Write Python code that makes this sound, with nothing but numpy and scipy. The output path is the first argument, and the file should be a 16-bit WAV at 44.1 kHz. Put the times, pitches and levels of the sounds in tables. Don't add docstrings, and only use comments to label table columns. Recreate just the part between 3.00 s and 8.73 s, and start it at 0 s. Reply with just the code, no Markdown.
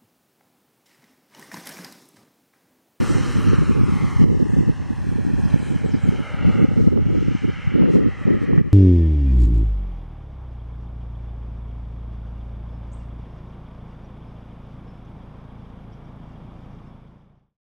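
import sys
import numpy as np
from scipy import signal
from scipy.fft import rfft, irfft, next_fast_len
from scipy.io import wavfile
from scipy.ndimage import uniform_filter1d, map_coordinates

SR = 44100
rng = np.random.default_rng(int(sys.argv[2]) if len(sys.argv) > 2 else 0)


def attenuation_scalar(level_db):
    decades = np.asarray(level_db, float) / 20
    return 10 ** decades


def master_out(mix):
    frames = np.transpose(np.atleast_2d(mix))
    ceiling = np.clip(frames, -1, 1)
    pcm = np.round(ceiling * 32767).astype(np.int16)
    wavfile.write(sys.argv[1], SR, pcm)


N = 252693
T = np.arange(N) / SR
SIZE = next_fast_len(N)
OCTAVE = np.log2(np.maximum(np.fft.rfftfreq(SIZE, 1 / SR), 1))

# (time [s], length [s], first pitch [Hz], last pitch [Hz], level [dB])
CHIRPS = [
    (2.445, 0.019, 4800, 5160, -49),
    (2.5, 0.016, 4200, 3660, -51),
    (2.604, 0.014, 4770, 5330, -55),
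    (2.845, 0.046, 7800, 7850, -56),
    (2.89, 0.0085, 7800, 6040, -52),
    (2.913, 0.021, 4940, 5800, -50.5),
    (2.932, 0.013, 6200, 4600, -55),
    (2.95, 0.02, 5370, 4400, -53),
    (3.01, 0.048, 7400, 7700, -56.5),
    (3.056, 0.026, 7540, 6260, -57),
]

# (start [s], hold [s], buffeting [dB], sharpness [dB])
GUSTS = [(0, 0.014, -9, -10.5), (0.087, 0.12, -15.5, -16.5), (0.263, .03, -16, -23),
         (0.372, 0.02, -11, -21.5), (0.479, 0.019, -6.5, -18.5), (0.59, 0.32, -14, -16.5),
         (1.035, 0.017, -11.5, -18), (1.191, 0.059, -8, -18.5), (1.311, 0.11, -16, -8.5),
         (1.497, 0.12, -14, -16), (1.695, 0.0099, -16, -10.5), (1.8, 0.039, -20.5, -22),
         (1.904, 0.039, -18, -17.5), (2.007, 0.023, -16, -24), (2.073, 0.042, -17.5, -13.5),
         (2.162, 0.033, -15, -18), (2.253, 0.018, -17.5, -11), (2.338, 0.095, -13, -18.5),
         (2.509, 0.018, -14, -13.5), (2.607, 0.17, -18, -15), (2.858, 0.004, -16.5, -13),
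         (2.93, 0.011, -13, -10), (3.059, 0.069, -18.5, -14.5), (3.173, 0.024, -18.5, -13),
         (3.342, 0.047, -24.5, -4), (3.465, 0.022, -7, -20), (3.535, 0.13, -19.5, -8.5),
         (3.696, .2, -17.5, -12.5), (3.877, 0.013, -15, -13.5), (3.953, 0.36, -15, -12.5),
         (4.454, 0.032, -16, -11), (4.557, 0.022, -24, -14.5), (4.666, 0.027, -17.5, -18.5),
         (4.745, 0.0061, -16, -4), (4.817, 0.056, -16.5, -1), (4.925, 0.031, -13.5, 1.5),
         (5.011, 0.078, -16, -9), (5.213, 0.013, -21, -13.5), (5.305, 0.051, -14, -1.5),
         (5.422, 0.0062, -27.5, 4), (5.455, 0.018, -25.5, -10), (5.518, 0.061, -16, -4),
         (5.654, 0.093, -20, -16)]
# (frequency [Hz], density [dB per Hz])
EDDY_TONE = [(12, -58), (20, -30), (43, -5), (92, 0.5), (160, 0), (265, -6), (422, -11.5), (527, -16.5),
             (684, -37.5), (955, -35.5), (1700, -80), (2210, -70), (3740, -120)]
# (time [s], peak [dB], pitch [Hz], left minus right [dB])
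STRONG_EDDIES = [(0.486, -5.5, 170, -3.5), (0.503, -6.0, 120, -1.0), (0.534, -3.0, 301, -4.0),
                 (0.588, -4.5, 162, -3.0), (0.613, -6.5, 141, -1.0), (0.696, -4.0, 230, 0.5),
                 (0.716, -5.5, 171, 0.0), (0.813, -3.5, 197, -0.5), (0.924, -6.5, 194, -4.0),
                 (1.165, -6.5, 129, 2.5), (1.205, -3.0, 143, 2.5), (1.218, -2.0, 212, -3.0),
                 (1.241, -0.5, 236, 2.5), (1.319, -6.0, 244, 3.0), (1.429, -6.5, 171, 3.5),
                 (1.594, -6.0, 159, 3.5), (1.698, -4.5, 157, -3.0), (2.543, 0.5, 169, -2.0),
                 (2.763, -6.5, 179, -2.0), (2.943, -4.0, 218, 0.5), (3.04, -6.5, 137, -3.0),
                 (3.092, -3.0, 179, -0.5), (3.454, -6.0, 132, 0.5), (3.473, -5.0, 213, -3.0),
                 (3.617, -3.0, 215, 2.5), (3.629, -2.0, 152, -1.5), (3.644, -0.5, 241, -2.5),
                 (3.816, -6.5, 149, 1.5), (3.826, -6.0, 181, 0.0), (3.875, -0.5, 195, -2.0),
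                 (3.937, -6.5, 191, -0.5), (4.066, -6.0, 177, 1.0), (4.284, -5.5, 177, -3.5),
                 (4.352, -6.0, 221, 4.5), (4.453, -7.0, 235, 1.5), (4.677, -7.0, 124, -0.5),
                 (4.754, -6.0, 201, -3.0), (4.818, -1.5, 165, 0.0), (4.846, -6.0, 209, -1.5),
                 (4.941, -5.5, 332, 1.5), (4.956, -1.5, 251, -2.5), (4.967, -5.5, 219, -1.0),
                 (4.986, -6.5, 251, -1.5), (5.066, -5.5, 207, 0.5), (5.077, -6.5, 200, 3.5),
                 (5.28, -4.5, 293, 1.0), (5.307, -5.0, 300, 2.5), (5.536, -5.0, 141, -1.5),
                 (5.581, 0.5, 154, 1.0), (5.614, -5.5, 168, -1.0)]
# (time [s], peak [dB], pitch [Hz])
LESSER_EDDIES = [(0.114, -8.0, 147), (0.157, -9.0, 139), (0.184, -9.5, 254), (0.212, -10.5, 142),
                 (0.361, -9.5, 156), (0.384, -7.0, 175), (0.473, -7.0, 214), (0.543, -8.5, 196),
                 (0.627, -7.0, 154), (0.802, -8.5, 145), (0.834, -7.5, 130), (0.898, -8.5, 153),
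                 (0.94, -9.0, 149), (0.958, -10.0, 173), (0.97, -10.5, 155), (1.043, -7.5, 174),
                 (1.228, -7.5, 182), (1.299, -7.0, 145), (1.535, -7.5, 209), (1.571, -7.0, 216),
                 (1.583, -8.0, 154), (1.61, -7.0, 272), (1.68, -8.5, 170), (1.906, -11.5, 213),
                 (2.091, -9.0, 192), (2.159, -10.5, 229), (2.251, -11.5, 260), (2.267, -9.5, 202),
                 (2.279, -11.5, 226), (2.34, -8.0, 211), (2.438, -8.0, 163), (2.459, -7.5, 160),
                 (2.562, -8.0, 214), (2.849, -9.0, 167), (2.862, -10.5, 352), (3.122, -10.5, 205),
                 (3.205, -10.0, 205), (3.345, -11.5, 152), (3.412, -11.5, 198), (3.484, -7.5, 158),
                 (3.498, -7.5, 168), (3.594, -8.0, 171), (3.687, -8.5, 211), (3.778, -8.0, 191),
                 (3.802, -7.5, 249), (3.841, -8.5, 191), (3.959, -8.5, 175), (4.023, -9.0, 173),
                 (4.184, -8.0, 194), (4.228, -7.5, 292), (4.492, -7.0, 155), (4.742, -9.0, 234),
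                 (4.799, -7.0, 180), (4.836, -7.5, 179), (4.904, -9.0, 208), (5.257, -7.0, 159),
                 (5.32, -7.5, 176), (5.345, -8.5, 192), (5.418, -9.0, 250), (5.555, -7.5, 144)]
# (time [s], peak [dB], pitch [Hz])
SHARED_EDDIES = [(0.021, -20.5, 252), (0.215, -21.0, 201), (0.392, -20.5, 195), (0.468, -20.5, 221),
                 (0.486, -17.0, 120), (0.498, -19.5, 146), (0.521, -20.5, 146), (0.534, -15.0, 360),
                 (0.587, -20.0, 125), (0.601, -19.5, 166), (0.711, -20.0, 310), (0.777, -21.0, 148),
                 (0.814, -20.5, 233), (0.899, -21.5, 141), (0.924, -19.5, 182), (0.94, -20.5, 140),
                 (1.029, -18.0, 141), (1.206, -19.0, 158), (1.219, -16.5, 235), (1.241, -16.0, 228),
                 (1.3, -20.0, 162), (1.317, -15.5, 218), (1.422, -20.0, 224), (1.594, -18.0, 139),
                 (1.608, -21.0, 276), (1.681, -20.0, 184), (1.698, -19.0, 258), (2.544, -17.0, 146),
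                 (2.86, -17.5, 171), (2.94, -21.0, 163), (3.039, -21.0, 146), (3.453, -19.5, 149),
                 (3.473, -15.5, 162), (3.487, -16.5, 183), (3.567, -19.5, 124), (3.598, -17.5, 170),
                 (3.616, -17.0, 234), (3.644, -16.5, 206), (3.728, -21.0, 120), (3.875, -18.5, 211),
                 (4.088, -19.5, 158), (4.233, -21.0, 227), (4.286, -19.5, 152), (4.351, -16.5, 191),
                 (4.754, -21.0, 249), (4.794, -21.5, 206), (4.822, -13.0, 201), (4.853, -19.0, 208),
                 (4.942, -15.5, 160), (4.956, -17.5, 369), (4.969, -18.0, 255), (5.077, -20.5, 218),
                 (5.278, -19.0, 256), (5.289, -21.0, 266), (5.307, -18.0, 175), (5.322, -20.0, 140),
                 (5.528, -14.0, 205), (5.572, -20.0, 147), (5.586, -19.5, 151), (5.615, -21.0, 186)]
# (time [s], peak [dB], pitch [Hz])
SNAPS = [
    (1.424, -42, 930),
    (3.975, -35, 880),
    (4.823, -30.5, 890),
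    (4.857, -33, 1330),
    (5.29, -36, 1090),
    (5.533, -32, 895),
    (5.579, -31.5, 1170),
]
WIDEN_DB = 11.5
RISE_DB_PER_S, FALL_DB_PER_S, LULL_DB, LULL_SHARP_DB = 252, 160, -27, -42
FLICK_PAN_DB = 6
LEAN_SHARE = 0.46
SHARED_DB, SHARED_CALM = -2, 6.9
WAKE, WAKE_S = 5.6, 0.013

# (time [s], roar [dB], top treble lost to distance and bearing [dB])
FLIGHT = [(0, -40.5, 3), (.3, -42, 1.5), (.55, -42, 5), (.8, -45.5, 7.5), (1.3, -46, 14),
          (1.6, -47.5, 12.5), (1.85, -50, 8.5), (2.15, -49.5, 5.5), (2.5, -47.5, 2), (2.72, -50, 4.5),
          (3.15, -48, 8), (3.45, -44.5, 24), (3.95, -53, 18), (4.35, -45.5, 29), (4.85, -45, 31.5),
          (5.03, -49, 22), (5.38, -48.5, 26.5), (5.73, -48.5, 27.5)]
# (time [s], lag [ms], strength [dB])
RUNWAY_ECHO = [(0.0, 0.68, -10), (0.5, 0.71, 1.5), (0.88, 0.85, 1.5), (1.07, 0.93, 0), (1.3, 1.02, 1.5),
               (1.5, 1.11, 0.5), (1.76, 1.096, 0.5), (2.2, 1.19, 1.5), (2.45, 1.205, 2), (2.7, 1.26, -1.5),
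               (3.09, 1.31, -2.5), (3.53, 1.428, 2.4), (3.97, 1.42, -3.5), (4.41, 1.35, -1.5),
               (4.85, 1.43, -1.5), (5.15, 1.54, -6.5), (5.73, 1.71, -5.5)]
# (time [s], pitch [Hz], level over roar [dB])
BLADE_WHISTLE = [(0, 14980, -33), (.1, 14960, -34), (.21, 14830, -34), (.33, 14500, -33), (.47, 14080, -33),
                 (.6, 13920, -38), (.8, 13750, -39), (1.1, 13690, -37), (1.5, 13680, -34),
                 (2.5, 13670, -35), (3.3, 13700, -43), (3.8, 13700, -70)]
# (frequency [Hz], density [dB per Hz])
ROAR_TONE = [(60, -41.0), (250, 5.5)] + [(350, -34), (600, -1.5), (687, -13.5), (765, -2.5), (1000, -4.0),
             (1280, 3.0), (1540, -2.5), (1740, 1.5), (1985, -2.0), (2400, -5.0), (3100, -7.5), (3480, -18),
             (4100, -16.5), (4600, -21.0), (5610, -18.5), (6600, -23.0), (7800, -26), (9200, -28.0),
             (10200, -34), (10800, -37), (15000, -52.0)][1:]
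# (frequency [Hz], side over mid [dB])
ROAR_WIDTH = [(200, -26), (800, -16), (1500, -15.5), (1750, -19.5), (2400, -13.5), (4400, -12.5),
              (8000, -9.5), (15000, -4)]
# (time [s], half length [s], level [dB])
STILL_AIR = [(0.082, 0.15, 3), (1.11, 0.063, 0.5), (1.42, 0.33, 6), (2.263, 0.013, 4), (2.696, 0.048, 3),
             (2.905, 0.039, 0), (3.1, 0.031, 3), (3.53, 0.066, 6.5), (3.813, 0.075, 8.5), (4.393, 0.2, 7.5),
             (4.942, 0.033, 11), (4.165, 0.092, 3.5), (5.253, 0.085, 2), (5.432, 0.02, 7.5),
             (5.561, 0.0087, 6.5)]
# (time [s], takes [s], change [dB])
NOZZLE_TURNS = [
    (1.25, .2, 1.5),
    (3.2, 0.16, -1.5),
    (4.15, 0.092, -12),
    (4.85, 0.1, 7),
]
# (from [s], to [s], pitch [Hz], width [octaves], change [dB])
ROAR_TINTS = [
    (0.1, .55, 5700, 0.059, 2.5),
    (1.28, 2, 2380, 0.038, -9),
    (1.28, 1.2, 3550, .04, -7),
    (1, 1.2, 12000, .2, 3.5),
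    (2.5, 4.98, 2600, 0.34, 3.),
    (3.2, 3.7, 1330, .12, 1.5),
    (4, 4.3, 3240, 0.059, 4.5),
    (-1, 3.8, 2100, 0.041, 4),
    (5, 5.8, 1970, .06, 5),
]
# (time [s], change [dB], recovery [s])
DUCKS = [
    (.56, -3, 0.36),
    (1.236, -9, 0.75),
    (3.65, -2, 1),
    (5.6, -9, 0.27),
]
DUCK_S = 0.015
BODY_MS, BODY_DB = 0.99, -20
HISS_DB, HISS_SHARE = -4, 0.47
LOW_DB, LOW_SHARE = 3.5, 0.21
ECHO_DB, OVER_GRASS_DB, OVER_GRASS_S = -4., -6., .8
REAR_HZ, REAR_OCTAVES, REAR_S, REAR_TAKES_S, REAR_DB = 2048, .15, 4.83, 0.44, 4.5
TINT_TAKES_S = 0.062

# (frequency [Hz], level over mean hiss [dB])
DROPOUT_FLOOR = [(1000, -6), (3000, -2.5), (6000, -3), (9000, -9.5), (10200, -9.5), (10700, -17.5),
                 (11400, -11), (12100, -11), (16000, -13)]
SCAN_HZ, SCAN_DB = 15735, -98


def ramp(x):
    return np.clip(x, 0, 1)


def bell(x):
    return np.exp(-.5 * x ** 2)


def colour(x, points):
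    hz, db = np.transpose(points)
    return irfft(rfft(x, SIZE) * attenuation_scalar(np.interp(OCTAVE, np.log2(hz), db)), SIZE)[:N]


def curves(table):
    s, *columns = np.transpose(table)
    return [np.interp(T, s, c) for c in columns]


def unit(x):
    return x / np.sqrt(np.mean(x ** 2))


def walk(rate):
    k = int(SR / rate)
    held = np.repeat(rng.standard_normal(N // 100), k)[:N]
    return unit(uniform_filter1d(uniform_filter1d(held, k), k))


def split(x, hz):
    low = signal.sosfiltfilt(signal.butter(2, hz, fs=SR, output="sos"), x)
    return low, x - low


def delay(x, ms):
    return map_coordinates(x, [np.arange(N) - ms * SR / 1000], order=3, mode="wrap")


def scan_whine():
    level_db = SCAN_DB - 6 * ramp(4.2 - T) + 3 * walk(12)
    return attenuation_scalar(level_db) * np.sin(2 * np.pi * SCAN_HZ * T)


def bird(lean=0.48):
    out = np.zeros(N)
    for s, length, first_hz, last_hz, db in CHIRPS:
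        t = np.arange(int(length * SR)) / SR
        warble_hz = 150 * np.sin(2 * np.pi * 90 * t)
        hz = first_hz + (last_hz - first_hz) * t / length + warble_hz
        tone = np.sin(2 * np.pi * np.cumsum(hz) / SR)
        out[int(s * SR):][:len(t)] += attenuation_scalar(db - 0.5) * np.hanning(len(t)) ** .5 * tone
    return out * np.array([[1], [lean]])


def gusts():
    power = attenuation_scalar(LULL_DB) ** 2
    sharp = power * LULL_SHARP_DB
    for s, hold, db, sharp_db in GUSTS:
        rise_db = RISE_DB_PER_S * np.maximum(s - T, 0)
        fall_db = FALL_DB_PER_S * np.maximum(T - s - hold, 0)
        push = attenuation_scalar(db - rise_db - fall_db) ** 2
        power = power + push
        sharp = sharp + push * sharp_db
    return 10 * np.log10(power), sharp / power


def port_flutter(sharp_db):
    low, high = split(unit(colour(rng.standard_normal(N), EDDY_TONE)), 210.0)
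    deep, low = split(low, 98.0)
    high, spit = split(high, 483.0)
    spit = spit * attenuation_scalar(8.5 * np.tanh(0.84 * walk(170)) - 6.0)
    clump_db = 6 * np.tanh((1.0 * walk(35) + 4.6 * walk(90)) / 6)
    sharp = attenuation_scalar(1.48 * (sharp_db + 13.0) + 3.19 * clump_db - 0.5)
    large = attenuation_scalar(0.072 * clump_db) * deep + attenuation_scalar(clump_db - 3.0) * low
    return large + split(sharp * high, 565.0)[0] + sharp * spit


def buffet():
    gust_db, sharp_db = gusts()
    left, right = [attenuation_scalar(port_db) * port_flutter(sharp_db) for port_db in (-1.4, 0.)]
    wind = np.array([attenuation_scalar(-WIDEN_DB - 0.5) * (left + right), left - right]) * attenuation_scalar(gust_db - 6.5)
    size = uniform_filter1d(abs(signal.hilbert(wind[1], SIZE)[:N]), size=200)
    both = uniform_filter1d(abs(wind[0]), size=300)
    wind = wind / np.array([1 + (both / 0.071) ** 2, np.ones(N)])
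    return wind / (1 + (size / 0.29) ** 4) ** 0.34


def thumps(cycles=0.42):
    out = np.zeros((2, N))
    luck = 2 * rng.random(len(LESSER_EDDIES)) - 1
    lesser = [(s, db, hz, FLICK_PAN_DB * b) for (s, db, hz), b in zip(LESSER_EDDIES, luck)]
    snaps = [(s, db + 12, hz, -8.) for s, db, hz in SNAPS]
    rows = list(STRONG_EDDIES) + snaps + lesser
    t = np.arange(-1200, 1200) / SR
    for (s, db, hz, pan_db), turn in zip(rows, rng.random((len(rows), 1))):
        size = attenuation_scalar(min(db - .5, -.5))
        pulse = size * bell(t * hz / cycles) * np.cos(2 * np.pi * (hz * t + turn))
        lean = (attenuation_scalar(pan_db) - 1) / (attenuation_scalar(pan_db) + 1)
        mid_share = lean * (1 if hz > 800 else LEAN_SHARE)
        at = int(s * SR) - len(t) // 2
        out[:, at:at + len(t)] += pulse * np.array([[mid_share], [1]])
    for (s, db, hz), turn in zip(SHARED_EDDIES, rng.random(len(SHARED_EDDIES))):
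        at = max(int(s * SR) - len(t) // 2, 0)
        pulse = bell(t * hz / (1.1 * cycles)) * np.cos(2 * np.pi * (hz * t + turn))
        out[0, at:at + len(t)] += attenuation_scalar(db + SHARED_DB) * pulse
    return out


def flight():
    roar_db, loss_db = curves(FLIGHT)
    clear_db = sum(db * bell((T - s) / half) for s, half, db in STILL_AIR)
    duck_db = sum(db * ramp((T - s) / DUCK_S) * np.exp(-np.maximum(T - s, 0) / back) for s, db, back in DUCKS)
    turn_db = sum(db * ramp((T - s) / takes) for s, takes, db in NOZZLE_TURNS)
    low_db = LOW_DB + turn_db + LOW_SHARE * clear_db
    return roar_db + duck_db, HISS_DB - HISS_SHARE * loss_db + clear_db, clear_db - loss_db, low_db


def runway_echo(roar):
    lag_ms, strength_db = curves(RUNWAY_ECHO)
    echo_db = ECHO_DB + strength_db + OVER_GRASS_DB * np.exp(-T / OVER_GRASS_S)
    low, high = split(roar, 3500.)
    echo = delay(low, lag_ms + .012 * walk(6))
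    echo = echo + attenuation_scalar(-11 + 3 * walk(5)) * delay(high, lag_ms + .045 * walk(4))
    return attenuation_scalar(np.minimum(echo_db, 0)) * echo


def through_air(pair, hiss_db, top_db, low_db):
    spectra = rfft(pair, SIZE)
    rear_db = REAR_DB * ramp((T - REAR_S) / REAR_TAKES_S)
    out, shared = 0, walk(5.8)
    for centre in np.arange(7, 14.1, .5):
        band = irfft(spectra * ramp(1 - 2 * abs(OCTAVE - centre)), SIZE)[:, :N]
        to_hiss = ramp((centre - np.log2(3100)) / .5)
        to_top = ramp((centre - np.log2(5800)) / 1.6)
        to_low = ramp((np.log2(2000) - centre) / 1.92)
        air_db = to_hiss * (1 - to_top) * (hiss_db + 11.5) + to_top * (top_db + 18.0)
        air_db = air_db + (low_db + 2.0) * to_low
        air_db = air_db + rear_db * bell((centre - np.log2(REAR_HZ)) / REAR_OCTAVES)
        waver_db = (.5 + .85 * to_top) * shared + (.8 + .4 * to_hiss + 1.4 * to_top) * walk(16)
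        out = out + band * attenuation_scalar(air_db + waver_db)
    return out


def roar_tints(roar):
    heard = rfft(roar, SIZE)
    change = np.zeros(N)
    for start, end, hz, octaves, db in ROAR_TINTS:
        near = irfft(heard * bell((OCTAVE - np.log2(hz)) / octaves), SIZE)[:N]
        present = ramp(np.minimum(T - start, end - T) / TINT_TAKES_S + .5)
        change += (attenuation_scalar(db) - 1) * present * near
    return change


def blade_whistle():
    hz, whistle_db = curves(BLADE_WHISTLE)
    level = attenuation_scalar(whistle_db - 2.5 + 1.5 * walk(60))
    return level * np.sin(2 * np.pi * np.cumsum(hz + 22 * walk(120)) / SR)


def jet():
    roar_db, hiss_db, top_db, low_db = flight()
    mid, side = rng.standard_normal((2, N))
    mid = mid + runway_echo(mid)
    mid = mid + attenuation_scalar(BODY_DB) * np.roll(mid, int(BODY_MS * SR / 1000))
    pair = np.array([colour(mid, ROAR_TONE), colour(colour(side, ROAR_TONE), ROAR_WIDTH)])
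    out = through_air(pair / np.std(pair[0]), hiss_db, top_db, low_db)
    out[0] += roar_tints(out[0])
    out[0] += blade_whistle()
    return out * attenuation_scalar(roar_db + 5.5)


def scene():
    strong = thumps()
    near_eddy = uniform_filter1d(abs(strong), size=250)
    calm = ramp(1 - np.array([[SHARED_CALM], [1.5]]) * near_eddy)
    k = int(WAKE_S * SR)
    wake = 1 + WAKE * uniform_filter1d(uniform_filter1d(abs(strong[1]), k), k)
    mid, side = jet() + calm * wake * buffet() + strong + bird()
    return np.array([mid + side, mid - side])


def band_dropouts(dry, margin_db=8., load=.25, chance_db=3.2, side_db=3.):
    pair = np.array([dry[0] + dry[1], dry[0] - dry[1]])
    pair = np.pad(pair, ((0, 0), (0, 400)), mode="reflect") / 2
    hz, _, z = signal.stft(pair, SR, "cosine", nperseg=512, boundary="even")
    hz = hz[:255, None]
    db = 10 * np.log10((abs(z[:, :255]) ** 2).reshape(2, 255, 165, 6).mean(axis=3) + 1e-14)
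    wind_db = db[1, :6].max(axis=0)
    hiss_db = db[0, 54:108].mean(axis=0)
    floor_db = np.interp(hz, *np.transpose(DROPOUT_FLOOR)) + hiss_db + load * (wind_db - wind_db.mean())
    mask_db = uniform_filter1d(db[0], size=21, axis=0) - margin_db
    luck = rng.standard_normal(db.shape)
    luck_db = chance_db * (luck + .6 * np.roll(luck, 1, axis=2) + .8 * np.roll(luck, 1, axis=1)) / 1.2
    luck_db[1] += side_db + 3.0 * rng.standard_normal(db.shape[2])
    luck_db[0] += 2.2 * ramp(hz / 3000 - 2.6) * rng.standard_normal(db.shape[2])
    keep = db + luck_db > np.maximum(floor_db, mask_db)
    keep[0, 160:] = uniform_filter1d(1. * keep[0, 160:], size=3, axis=0) > 0
    keep[:, :24] = True
    tone_hz = np.interp((np.arange(165) + .5) * 6 * 256 / SR, *np.transpose(BLADE_WHISTLE)[:2])
    keep[0] |= abs(hz - tone_hz) < 110 * (np.arange(165) < 104)
    keep &= hz < tone_hz + 250
    keep[0, 120:, :13] |= (luck[0, 120:, :13] > -.5) & (hz[120:] < tone_hz[:13])
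    z[:, :255] *= keep.repeat(6, axis=2)
    mid, side = signal.istft(z, SR, "cosine", nperseg=512)[1][:, :N]
    return np.array([mid + side, mid - side])


def band_limit(x):
    return signal.sosfilt(signal.butter(12, 15780, fs=SR, output="sos"), x)


def record(dry):
    fade = ramp(np.minimum(np.arange(N), np.arange(N)[::-1]) / 150)
    whine = scan_whine()
    mix = fade * (band_dropouts(np.clip(dry, -1, 1)) + whine)
    return band_limit(mix)


dry = scene()
out = record(dry)
master_out(out)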